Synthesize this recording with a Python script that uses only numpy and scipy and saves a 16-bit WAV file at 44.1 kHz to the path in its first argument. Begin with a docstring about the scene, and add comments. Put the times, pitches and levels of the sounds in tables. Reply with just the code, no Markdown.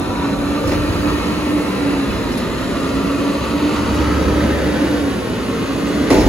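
"""A front-loading garbage truck, heard across a parking lot, hoists a steel container over its cab.
Its six-cylinder diesel revs up three times: a firing-rate drone, coloured noise and short knocks follow the crank.
The pump and gears whine as wavering tones at multiples of crank speed; oil hisses as narrow noise bands.
The pivots squeak as jittery gliding tones; the container booms, clanks, rattles and rings on the forks.
At the top its load starts to crash out in dull, damped thuds; two slightly unlike microphones take it in."""
import sys
import numpy as np
from scipy import signal
from scipy.fft import rfft, irfft
from scipy.io import wavfile
from scipy.ndimage import uniform_filter1d, map_coordinates

SR = 44100
rng = np.random.default_rng(int(sys.argv[2]) if len(sys.argv) > 2 else 0)


def inscribe(sig):
    """Save sig as 16-bit PCM at rate SR to the path in sys.argv[1].

    A 1-D sig is mono; a 2-D sig holds one channel per row.
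    Samples are clipped to [-1, 1] before scaling.
    """
    pcm = np.round(np.clip(np.atleast_2d(sig).T, -1, 1) * 32767)
    wavfile.write(sys.argv[1], SR, pcm.astype(np.int16))


N = 277124
T = np.arange(N) / SR  # seconds
HZ = np.fft.rfftfreq(N, 1 / SR)


def amp(db):
    """Decibels to gain."""
    return 10 ** (np.asarray(db) / 20)


def unit(x):
    """Scales to rms 1."""
    return x / np.sqrt(np.mean(x ** 2) + 1e-20)


def curve(rows, axis=1):
    """One column of a timed table at every sample."""
    rows = np.array(rows)
    return np.interp(T, rows[:, 0], rows[:, axis])


def hump(peak_s, width_s):
    """A smooth bell in time, 1 at its peak."""
    return np.exp(-((T - peak_s) / width_s) ** 2)


def colour(points):
    """A table over frequency, joined on a log axis."""
    hz, value = np.transpose(points)
    return np.interp(np.log(HZ + 1), np.log(hz + 1), value)


def wander(hz):
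    """Slow random movement of rms 1, mostly slower than hz."""
    spectrum = rfft(rng.standard_normal(N)) * np.exp(-(HZ / hz) ** 2)
    return unit(irfft(spectrum, N))


# likeness of the truck's noise at the two ears: frequency_hz, likeness (0-1)
EAR_LIKENESS = [(40, 0.93), (300, 0.89), (550, 0.74), (780, 0.27), (1150, 0.8), (1600, 0.47), (2600, 0.5),
                (3400, 0.46), (4300, 0.94), (5700, 0), (6600, 0.78), (8300, 1), (10000, 0.86), (12000, 0.6),
                (13500, 1), (16000, 1)]


def noise(spectrum):
    """Coloured noise at two ears, alike to a degree that differs by frequency."""
    same = np.clip(colour(EAR_LIKENESS), 0, 1)
    mid, side = rfft(rng.standard_normal((2, N))) * amp(colour(spectrum))
    mid = irfft(mid * np.sqrt(1 + same), N)
    side = irfft(side * np.sqrt(1 - same), N)
    return np.array([mid + side, mid - side]) / mid.std()


def fuzzy_tone(hz, width_hz):
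    """A narrow band of noise around a pitch that may move."""
    angle = 2 * np.pi * np.cumsum(hz * np.ones(N)) / SR
    return unit(wander(width_hz) * np.cos(angle) + wander(width_hz) * np.sin(angle))


def reflections(x, depth_db, spacing_hz):
    """Echoes from the ground and the parked cars comb the sound; the comb shifts as the listener walks."""
    hz, t, z = signal.stft(x, SR, nperseg=2048)
    comb = rng.standard_normal(z.shape[1:])
    comb = uniform_filter1d(comb, max(1, round(spacing_hz / hz[1])), axis=0)
    comb = unit(uniform_filter1d(comb, size=30, axis=1))
    comb = comb * np.minimum(hz / 800, 1)[:, None]  # shallower in the lows
    return signal.istft(z * amp(depth_db * comb), SR, nperseg=2048)[1][:, :N]


# engine speed: start_s, speed_rpm
ENGINE_SPEED = [(0.0, 1318), (0.8, 1413), (1.25, 1436), (1.55, 1426), (2.0, 1339), (2.35, 1238),
                (2.58, 1237), (2.8, 1305), (3.7, 1429), (4.85, 1430), (5.0, 1401), (5.2, 1270),
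                (5.38, 1210), (5.6, 1242), (5.97, 1416), (6.28, 1425)]


def crank():
    """The crank's speed (rpm) and the turns it has made, which pace engine, pump and gears."""
    rpm = curve(ENGINE_SPEED)
    return rpm, np.cumsum(rpm) / 60 / SR


# spectrum of the engine's clatter, also of its knocks: frequency_hz, level_db (per Hz)
CLATTER_SPECTRUM = [(400, -21), (720, -8.5), (880, -0.5), (1360, 0.8), (1560, -7.5), (1850, -5),
                    (2250, -7.8), (2620, -5.8), (3300, -13), (4200, -12.3), (5300, -19.5), (6900, -22.5),
                    (9000, -39), (12000, -59)]
KNOCK_DECAY_S, KNOCK_SPREAD_DB, KNOCK_DRIFT_S = .013, 1.3, .00016


def knocks(firing):
    """Combustion knock: at each firing a cylinder rings the block in its own way, unevenly; rms 1."""
    at = np.flatnonzero(np.diff(firing.astype(int)))
    size = amp(KNOCK_SPREAD_DB * rng.standard_normal(len(at)))
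    drift = (KNOCK_DRIFT_S * SR * wander(7)[at]).astype(int)
    at = np.clip(at + drift, 0, N - 1)
    age, out = T[:SR // 25], np.zeros((2, N))
    rings = noise(CLATTER_SPECTRUM)[:, :6 * len(age)].reshape(2, 6, -1)
    rings = rings * np.exp(-age / KNOCK_DECAY_S)
    for cylinder in range(6):
        train = np.zeros((1, N))
        train[0, at[cylinder::6]] = size[cylinder::6]
        out += signal.oaconvolve(train, rings[:, cylinder], axes=1)[:, :N]
    return unit(out)


# spectrum of the engine's low roar: frequency_hz, level_db (per Hz)
ROAR_SPECTRUM = [(40, -34), (62, -1), (85, -8.5), (120, -3.5), (145, -8.5), (170, 0.5), (215, 0.5),
                 (300, -1), (400, -4), (570, -6), (660, -11.5), (760, -19.5), (1000, -17), (2000, -82)]
# clatter from further along the truck, where the ground echo no longer hollows it:
# frequency_hz, level_db (per Hz)
OPEN_CLATTER_SPECTRUM = [(400, -11), (740, -2), (960, 0.5), (1330, -1.5), (1560, -4.5), (1850, -2.5),
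                         (2250, -7.5), (2620, -7), (3300, -10.5), (4200, -12.5), (5300, -18.5), (6900, -22),
                         (9000, -37), (12000, -59)]
OPEN_S, OPEN_TAKES_S = 4.02, 0.52  # when the listener gets there, and how gradually
# harder note that the engine takes on under load: frequency_hz, level_db (per Hz)
STRAIN_SPECTRUM = [(250, -18), (380, -1), (480, 0), (600, -5), (740, -9), (950, -15), (1300, -22),
                   (2000, -42)]
STRAIN_DB, STRAIN_S, STRAIN_WIDTH_S = -28.5, 4.52, 0.75
# treble hiss of the fan: frequency_hz, level_db (per Hz)
FAN_SPECTRUM = [(2000, -2.5), (5000, -9), (6500, -0.5), (8300, 1.5), (10000, 0), (11700, -4), (13500, -6.5),
                (16000, -16)]
# levels at working speed, and their growth with speed
WORKING_RPM = 1400
DRONE_DB, DRONE_DB_PER_RPM = -39.5, 0.07
ROAR_DB, ROAR_DB_PER_RPM = -21, 0.0029
CLATTER_DB, KNOCK_DB, CLATTER_DB_PER_RPM = -29, -34, 0.0081
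FAN_DB, FAN_DB_PER_RPM = -40.5, 0.0088
# the heaviest part of the lift, as the arms swing the container over the cab
HEAVE_S, HEAVE_WIDTH_S = 4.295, 0.37
HEAVE_ROAR_DB, HEAVE_CLATTER_DB, HEAVE_DRONE_DB = 2.1, 1.35, 16.5
CLATTER_PEAK_S, CLATTER_WIDTH_S = 3.92, 0.47  # the clatter swells a little earlier
DRONE_WIDTH_S, DRONE_WAVER_DB, DRONE_WAVER_HZ = 0.63, 0.5, 11  # slow, uneven swell
SHADE_DB, SHADE_S = -3, 0.49  # at first the parked cars screen off some of the treble


def engine(turns, rpm):
    """Three firings a turn drive drone, roar, clatter and fan with speed; strain swells under load."""
    firing, revs = 3 * turns, rpm - WORKING_RPM

    exhaust = np.sqrt(2) * (np.sin(2 * np.pi * firing) + 0.018 * np.sin(4 * np.pi * firing))
    drone_db = DRONE_DB + DRONE_DB_PER_RPM * revs
    drone_db = drone_db + HEAVE_DRONE_DB * hump(HEAVE_S, DRONE_WIDTH_S)
    drone_db = drone_db + DRONE_WAVER_DB * wander(DRONE_WAVER_HZ)
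    drone = amp(drone_db) * exhaust

    roar_db = ROAR_DB + ROAR_DB_PER_RPM * revs
    roar_db = roar_db + HEAVE_ROAR_DB * hump(HEAVE_S, HEAVE_WIDTH_S) + .5 * wander(23)
    roar = amp(roar_db) * noise(ROAR_SPECTRUM)

    # equal-power crossfade from the hollow clatter to the open one
    opening = np.pi / 4 * (1 + np.tanh((T - OPEN_S) / OPEN_TAKES_S))
    hollow = np.cos(opening) * noise(CLATTER_SPECTRUM)
    open_clatter = np.sin(opening) * noise(OPEN_CLATTER_SPECTRUM)
    metal = amp(CLATTER_DB) * (hollow + open_clatter) + amp(KNOCK_DB) * knocks(firing)
    clatter_db = CLATTER_DB_PER_RPM * revs + 0.6 * wander(13.0)
    clatter_db = clatter_db + HEAVE_CLATTER_DB * hump(CLATTER_PEAK_S, CLATTER_WIDTH_S)
    clatter = amp(clatter_db) * metal

    strain = amp(STRAIN_DB) * hump(STRAIN_S, STRAIN_WIDTH_S) * noise(STRAIN_SPECTRUM)
    fan = amp(FAN_DB + FAN_DB_PER_RPM * revs) * noise(FAN_SPECTRUM)
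    treble = amp(SHADE_DB * hump(0, SHADE_S)) * (clatter + fan)
    return drone + reflections(roar + strain + treble, depth_db=2.69, spacing_hz=65)


# pressure in the lift circuit, heard as the level of the pump's whine: start_s, level_db
LIFT_PRESSURE = [(0, -34), (.08, -37), (.2, -27.5), (.52, -20), (.62, -26), (.75, -22), (.95, -29),
                 (1.07, -19), (1.22, -26.5), (1.4, -26), (1.53, -17.5), (1.74, -27.5), (1.92, -18.5),
                 (2.04, -20), (2.12, -29), (2.7, -29.5), (2.9, -23.5), (3.1, -24), (3.28, -19), (3.46, -35),
                 (3.56, -19.5), (3.69, -18.5), (3.84, -26.5), (3.93, -19.5), (4.2, -23.5), (4.7, -21),
                 (4.82, -20.5), (5.12, -22.5), (5.24, -33), (5.6, -28.5), (5.88, -25), (6.0, -22.5),
                 (6.14, -26), (6.28, -25)]
PUMP_WAVER_DB, PUMP_WAVER_HZ = 0.3, 14  # the whine wavers as the load sways
# tones of engine and pump: crank_multiple, level_db (against the pump), flutter (share)
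CRANK_TONES = [(12.5, 0, .12), (12.2, -10, 1), (25.0, -21, 1), (50.6, -25, .7), (80.2, -32, 1)]
# hiss of oil rushing through the lift valve: start_s, level_db, centre_hz
OIL_HISS = [(0, -44.5, 3910), (1.0, -43, 4020), (1.8, -45, 3980), (2.5, -45.5, 3950), (3.0, -43, 3990),
            (3.5, -45.5, 4380), (4.2, -45, 4690), (4.8, -49, 4650), (5.3, -61, 4140), (6.28, -62, 4370)]
OIL_WIDTH_HZ = 340


def hydraulics(turns):
    """The pump's ripple and side tones follow the crank; oil hisses in a band of moving pitch and level."""
    out = np.zeros((2, N))
    pressure_db = curve(LIFT_PRESSURE) + PUMP_WAVER_DB * wander(PUMP_WAVER_HZ)
    for multiple, db, flutter in CRANK_TONES:
        waver = 1 + flutter * (wander(10.0) + 1j * wander(19.0))
        scatter = np.array([wander(29) + 1j * wander(9.2) for ear in range(2)])
        scatter = scatter * min(0.019 * multiple, 1)  # higher tones differ more between the ears
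        tone = ((waver + scatter) * np.exp(2j * np.pi * multiple * turns)).real
        out += amp(pressure_db + db) * unit(tone)
    centre_hz = curve(OIL_HISS, axis=2)
    shared, left, right = (fuzzy_tone(centre_hz, width_hz=OIL_WIDTH_HZ) for path in range(3))
    return out + amp(curve(OIL_HISS)) * unit(shared + 1.3 * np.array([left, right]))


GEARS_DB = -23.5  # against the lift pressure


def gears(turns):
    """The mesh tone follows crank and pressure, fading differently at each ear as the echoes shift."""
    fade = np.array([1 + .7 * (wander(14) + 1j * wander(14)) for ear in range(2)])
    mesh = unit((fade * np.exp(2j * np.pi * 76.6 * turns)).real)  # 76.6 cycles a crank turn
    return amp(curve(LIFT_PRESSURE) + GEARS_DB) * mesh


# jolts to the body and the hanging container: start_s, hold_s, level_db, fade_db_per_s
BODY_JOLTS = [(0, .1, -32, 22), (.64, 0.5, -24.5, 70), (1.42, 0.09, -32, 28), (2.08, .25, -28.5, 22),
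              (3.9, .4, -31.5, 12), (6.105, .07, -19.5, 70), (6.24, .1, -16.5, 30)]
# low spectrum of the shaking body: frequency_hz, level_db (per Hz)
BODY_SPECTRUM = [(15, -26), (30, -22), (42, -10), (52, 4.5), (62, -7), (90, -1), (130, -9.5), (180, -36),
                 (300, -48)]
JOLT_RISE_S, SHUDDER_REST_DB = 0.025, -36.5


def shudder():
    """Each jolt shakes the heavy body for a while, then dies away."""
    power = amp(SHUDDER_REST_DB) ** 2
    for s, hold, db, fade in BODY_JOLTS:
        rise = np.clip((T - s) / JOLT_RISE_S, 0, 1)
        power = power + (rise * amp(db - fade * np.maximum(T - s - hold, 0))) ** 2
    return np.sqrt(power) * noise(BODY_SPECTRUM)


# squeaks of the arm pivots:
# start_s, length_s, pitch_hz, fundamental_db, octave_db, jitter (rms share of pitch)
PIVOT_SQUEAKS = [(.62, .17, 2700, -39, -39, .12), (.671, .009, 5300, -30, -37, .01),
                 (2.097, .026, 2570, -28, -40, .01), (2.12, .14, 2660, -52, -45, .05),
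                 (2.31, .045, 2720, -44, -38, .07), (2.369, .026, 5300, -41, -33, .06),
                 (2.38, .035, 2600, -46, -42, .025), (3.15, .09, 3600, -55, -47, .06),
                 (3.29, .08, 4100, -55, -47, .06), (5.87, .035, 4000, -52, -41, .04),
                 (6.16, .09, 2640, -39, -34, .03)]


def pivots():
    """Dry pins slip in short, rough squeaks with a strong octave."""
    out = np.zeros((2, N))
    for s, length, hz, first_db, octave_db, jitter in PIVOT_SQUEAKS:
        near = (T > s) & (T < s + length)
        age = T[near] - s
        slip = unit(uniform_filter1d(rng.standard_normal((2, len(age))), size=60))
        angle = 2 * np.pi * np.cumsum(hz * (1 + jitter * slip), axis=1) / SR
        tone = amp(first_db) * np.sin(angle) + amp(octave_db) * np.sin(2 * angle)
        out[:, near] += np.sin(np.pi * age / length) * tone
    return out


# ringing of loose steel lids and hinges: pitch_hz, level_db (relative), t60_s
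LOOSE_HINGES = [(1370, -11, .1), (1940, -12, 0.087), (2580, -2, 0.08), (4360, 0, 0.065), (5230, 1, 0.059),
                (5830, -10, .08), (6480, -3, 0.054), (7100, -2, 0.05), (10100, -4, 0.032),
                (11200, 1.5, 0.027)]


def rattle(per_s, spread_db):
    """A shower of small, uneven taps, each ringing one mode of the loose hardware; rms 1."""
    out, age = np.zeros((2, N)), T[:SR // 8]
    for hz, db, t60 in LOOSE_HINGES:
        struck = rng.random(N) < per_s / SR
        taps = struck * amp(spread_db * np.minimum(rng.exponential(1, N), 3))
        ring = amp(db - 60 * age / t60) * np.sin(2 * np.pi * (hz * age + rng.random((2, 1))))
        out += signal.oaconvolve(taps[None], ring, axes=1)[:, :N]
    return unit(out)


# blows on the container, levels and decays before the trims in the function:
# start_s, boom_db, clank_db, rattle_db (loose hardware), decay_s
CONTAINER_BLOWS = [(0.672, -21, -45, -32, 0.13), (.69, -32, -38, -39, .2), (0.715, -24, -24.5, -46, 0.18),
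                   (0.741, -29, -36, -45, 0.19), (2.318, -37, -42, -38, .14), (2.373, -30, -29, -36, 0.15),
                   (3.946, -44, -40, -33, .1), (6.102, -12, -18, -26.5, 0.2),
                   (6.129, -17.5, -30, -36, 0.68), (6.145, -15.5, -40, -44, 0.43),
                   (6.18, -15.5, -33, -35, 0.19), (6.204, -23, -26, -42, 0.19), (6.231, -23, -35, -41, .2),
                   (6.26, -16, -40, -39, 0.35)]
# ringing of the container's panels: pitch_hz, level_db (relative), t60_s
PANEL_RINGS = [(65.7, -19, 0.43), (230, -22, .4), (273, -12, 0.15), (339, -11, 0.45), (408, -1, 0.92),
               (508, 8, 0.33), (573, -8, 0.27), (594, -10, 0.75), (670, -15, 0.73), (862, -3, 0.49),
               (914, -20, 0.38), (1080, -16, 0.33), (1970, -8, 0.26)]
# boom of the steel walls: frequency_hz, level_db (per Hz)
BOOM_SPECTRUM = [(40, -25), (70, -17), (130, 3), (230, 1.5), (380, 10.5), (460, -5.5), (620, 0), (900, -9),
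                 (1400, -26), (2600, -21), (4200, -26.5), (6800, -25), (11000, -66), (16000, -48)]
# steel edges striking: frequency_hz, level_db (per Hz)
EDGE_SPECTRUM = [(400, -18), (900, 5.5), (1400, -4), (2000, 1), (3000, -12), (4300, -7), (7000, -19),
                 (11000, -29), (16000, -36)]
# scrape and grit in a rattle: frequency_hz, level_db (per Hz)
GRIT_SPECTRUM = [(1500, -20), (4000, -13), (5400, 0), (7500, 5), (11000, 0), (12500, -7), (16000, -20)]
CLINK_DB = -10  # first clink of the hinges at a blow, against the rattle that follows


def container():
    """Each blow clanks at the edges and rattles the lids, then the boom builds in the ringing panels."""
    boom, clank, loose, ring = np.zeros((4, N))  # the first three add up as power
    for s, boom_db, clank_db, rattle_db, decay_s in CONTAINER_BLOWS:
        age = np.maximum(T - s, 0)
        swell = 1 - np.exp(-(age / 0.002) ** 2)
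        strike = amp(-60 * age / (1.45 * decay_s)) * (1 - np.exp(-age / 0.0011))
        boom += (amp(boom_db + 2.0 - 60 * age / (1.35 * decay_s)) * swell) ** 2
        clank += (amp(clank_db) * strike) ** 2
        loose += (amp(rattle_db) * strike) ** 2
        near = (age > 0) & (age < 1)
        since = age[near]
        for hz, db, t60 in PANEL_RINGS:
            angle = 2 * np.pi * (hz * since + rng.random())
            ring[near] += amp(boom_db + db - 11.5 - 60 * since / t60) * swell[near] * np.sin(angle)
        for hz, db, t60 in LOOSE_HINGES:
            angle = 2 * np.pi * (hz * rng.uniform(.97, 1.03) * since + rng.random())
            ring[near] += amp(rattle_db + db + CLINK_DB - 60 * since / t60) * np.sin(angle)
    hardware = .7 * noise(GRIT_SPECTRUM) + .7 * rattle(per_s=140, spread_db=3)
    walls = np.sqrt(boom) * noise(BOOM_SPECTRUM)
    edges = np.sqrt(clank) * noise(EDGE_SPECTRUM)
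    return walls + edges + np.sqrt(loose) * hardware + ring


# heavy pieces of the load dropping against the container's wall: start_s, pitch_hz, level_db
LOAD_THUDS = [(6.008, 260, -13), (6.05, 290, -17), (6.11, 270, -7), (6.143, 310, -13), (6.18, 240, -10.5),
              (6.26, 280, -9)]
THUD_PEAK_S = .007  # time that the wall takes to swing out fully


def thuds():
    """The wall swings out under each piece and is damped at once by the load behind it."""
    out = np.zeros(N)
    for s, hz, db in LOAD_THUDS:
        age = np.maximum(T - s, 0)
        swing = age / THUD_PEAK_S * np.exp(1 - age / THUD_PEAK_S)
        out += amp(db) * swing * np.sin(2 * np.pi * hz * age)
    return out


# bearing of the truck as the listener turns: start_s, left_ear_lead (samples)
TRUCK_BEARING = [(0, 3), (1.2, 3.5), (2.2, 2.5), (3.2, 2), (3.8, 1), (4.4, -1.5), (5.2, -2), (6.28, -2)]


def scene():
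    """The whole truck drifts from a little left to a little right; only lows and mids carry its bearing."""
    rpm, turns = crank()
    truck = engine(turns, rpm) + hydraulics(turns) + gears(turns)
    truck = truck + shudder() + pivots() + container() + thuds()
    low = irfft(rfft(truck) * colour([(5400, 1), (6000, 0)]), N)
    at, half_lead = np.arange(N), curve(TRUCK_BEARING) / 2
    turned = [map_coordinates(ear, [at + sign * half_lead], order=5, mode="mirror")
              for ear, sign in zip(low, (1, -1))]
    return truck - low + np.array(turned)


EDGE_HZ = 15800  # upper band limit


def record(dry):
    """Two slightly unlike microphones, soft overload on the loudest peaks, and a steep band limit."""
    # left against right: frequency_hz, level_db
    balance_db = colour([(30, -4.0), (70, -3.0), (140, 1.5), (290, -2.0), (550, 1.0),
                         (1100, 0.3), (2200, 1.1), (4400, -2.5), (8000, -0.5)])
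    # the two ports part in phase in the treble: frequency_hz, phase (radians)
    skew = colour([(6400, 0), (7200, -1.2), (8000, -2.9), (9000, -3.4), (10500, -6.1),
                   (11700, -6.5), (12700, -9), (14200, -9.7), (15000, -12.5)])
    mismatch = amp(balance_db / 2) * np.exp(.5j * skew)
    heard = irfft(rfft(dry) * np.array([mismatch, 1 / mismatch]), N)
    heard = heard / (1 + (heard / .95) ** 8) ** (1 / 8)
    band = signal.firwin(511, EDGE_HZ, window=("kaiser", 9), fs=SR)
    return signal.oaconvolve(heard, band[None], "same")


dry = scene()
out = record(dry)
inscribe(out)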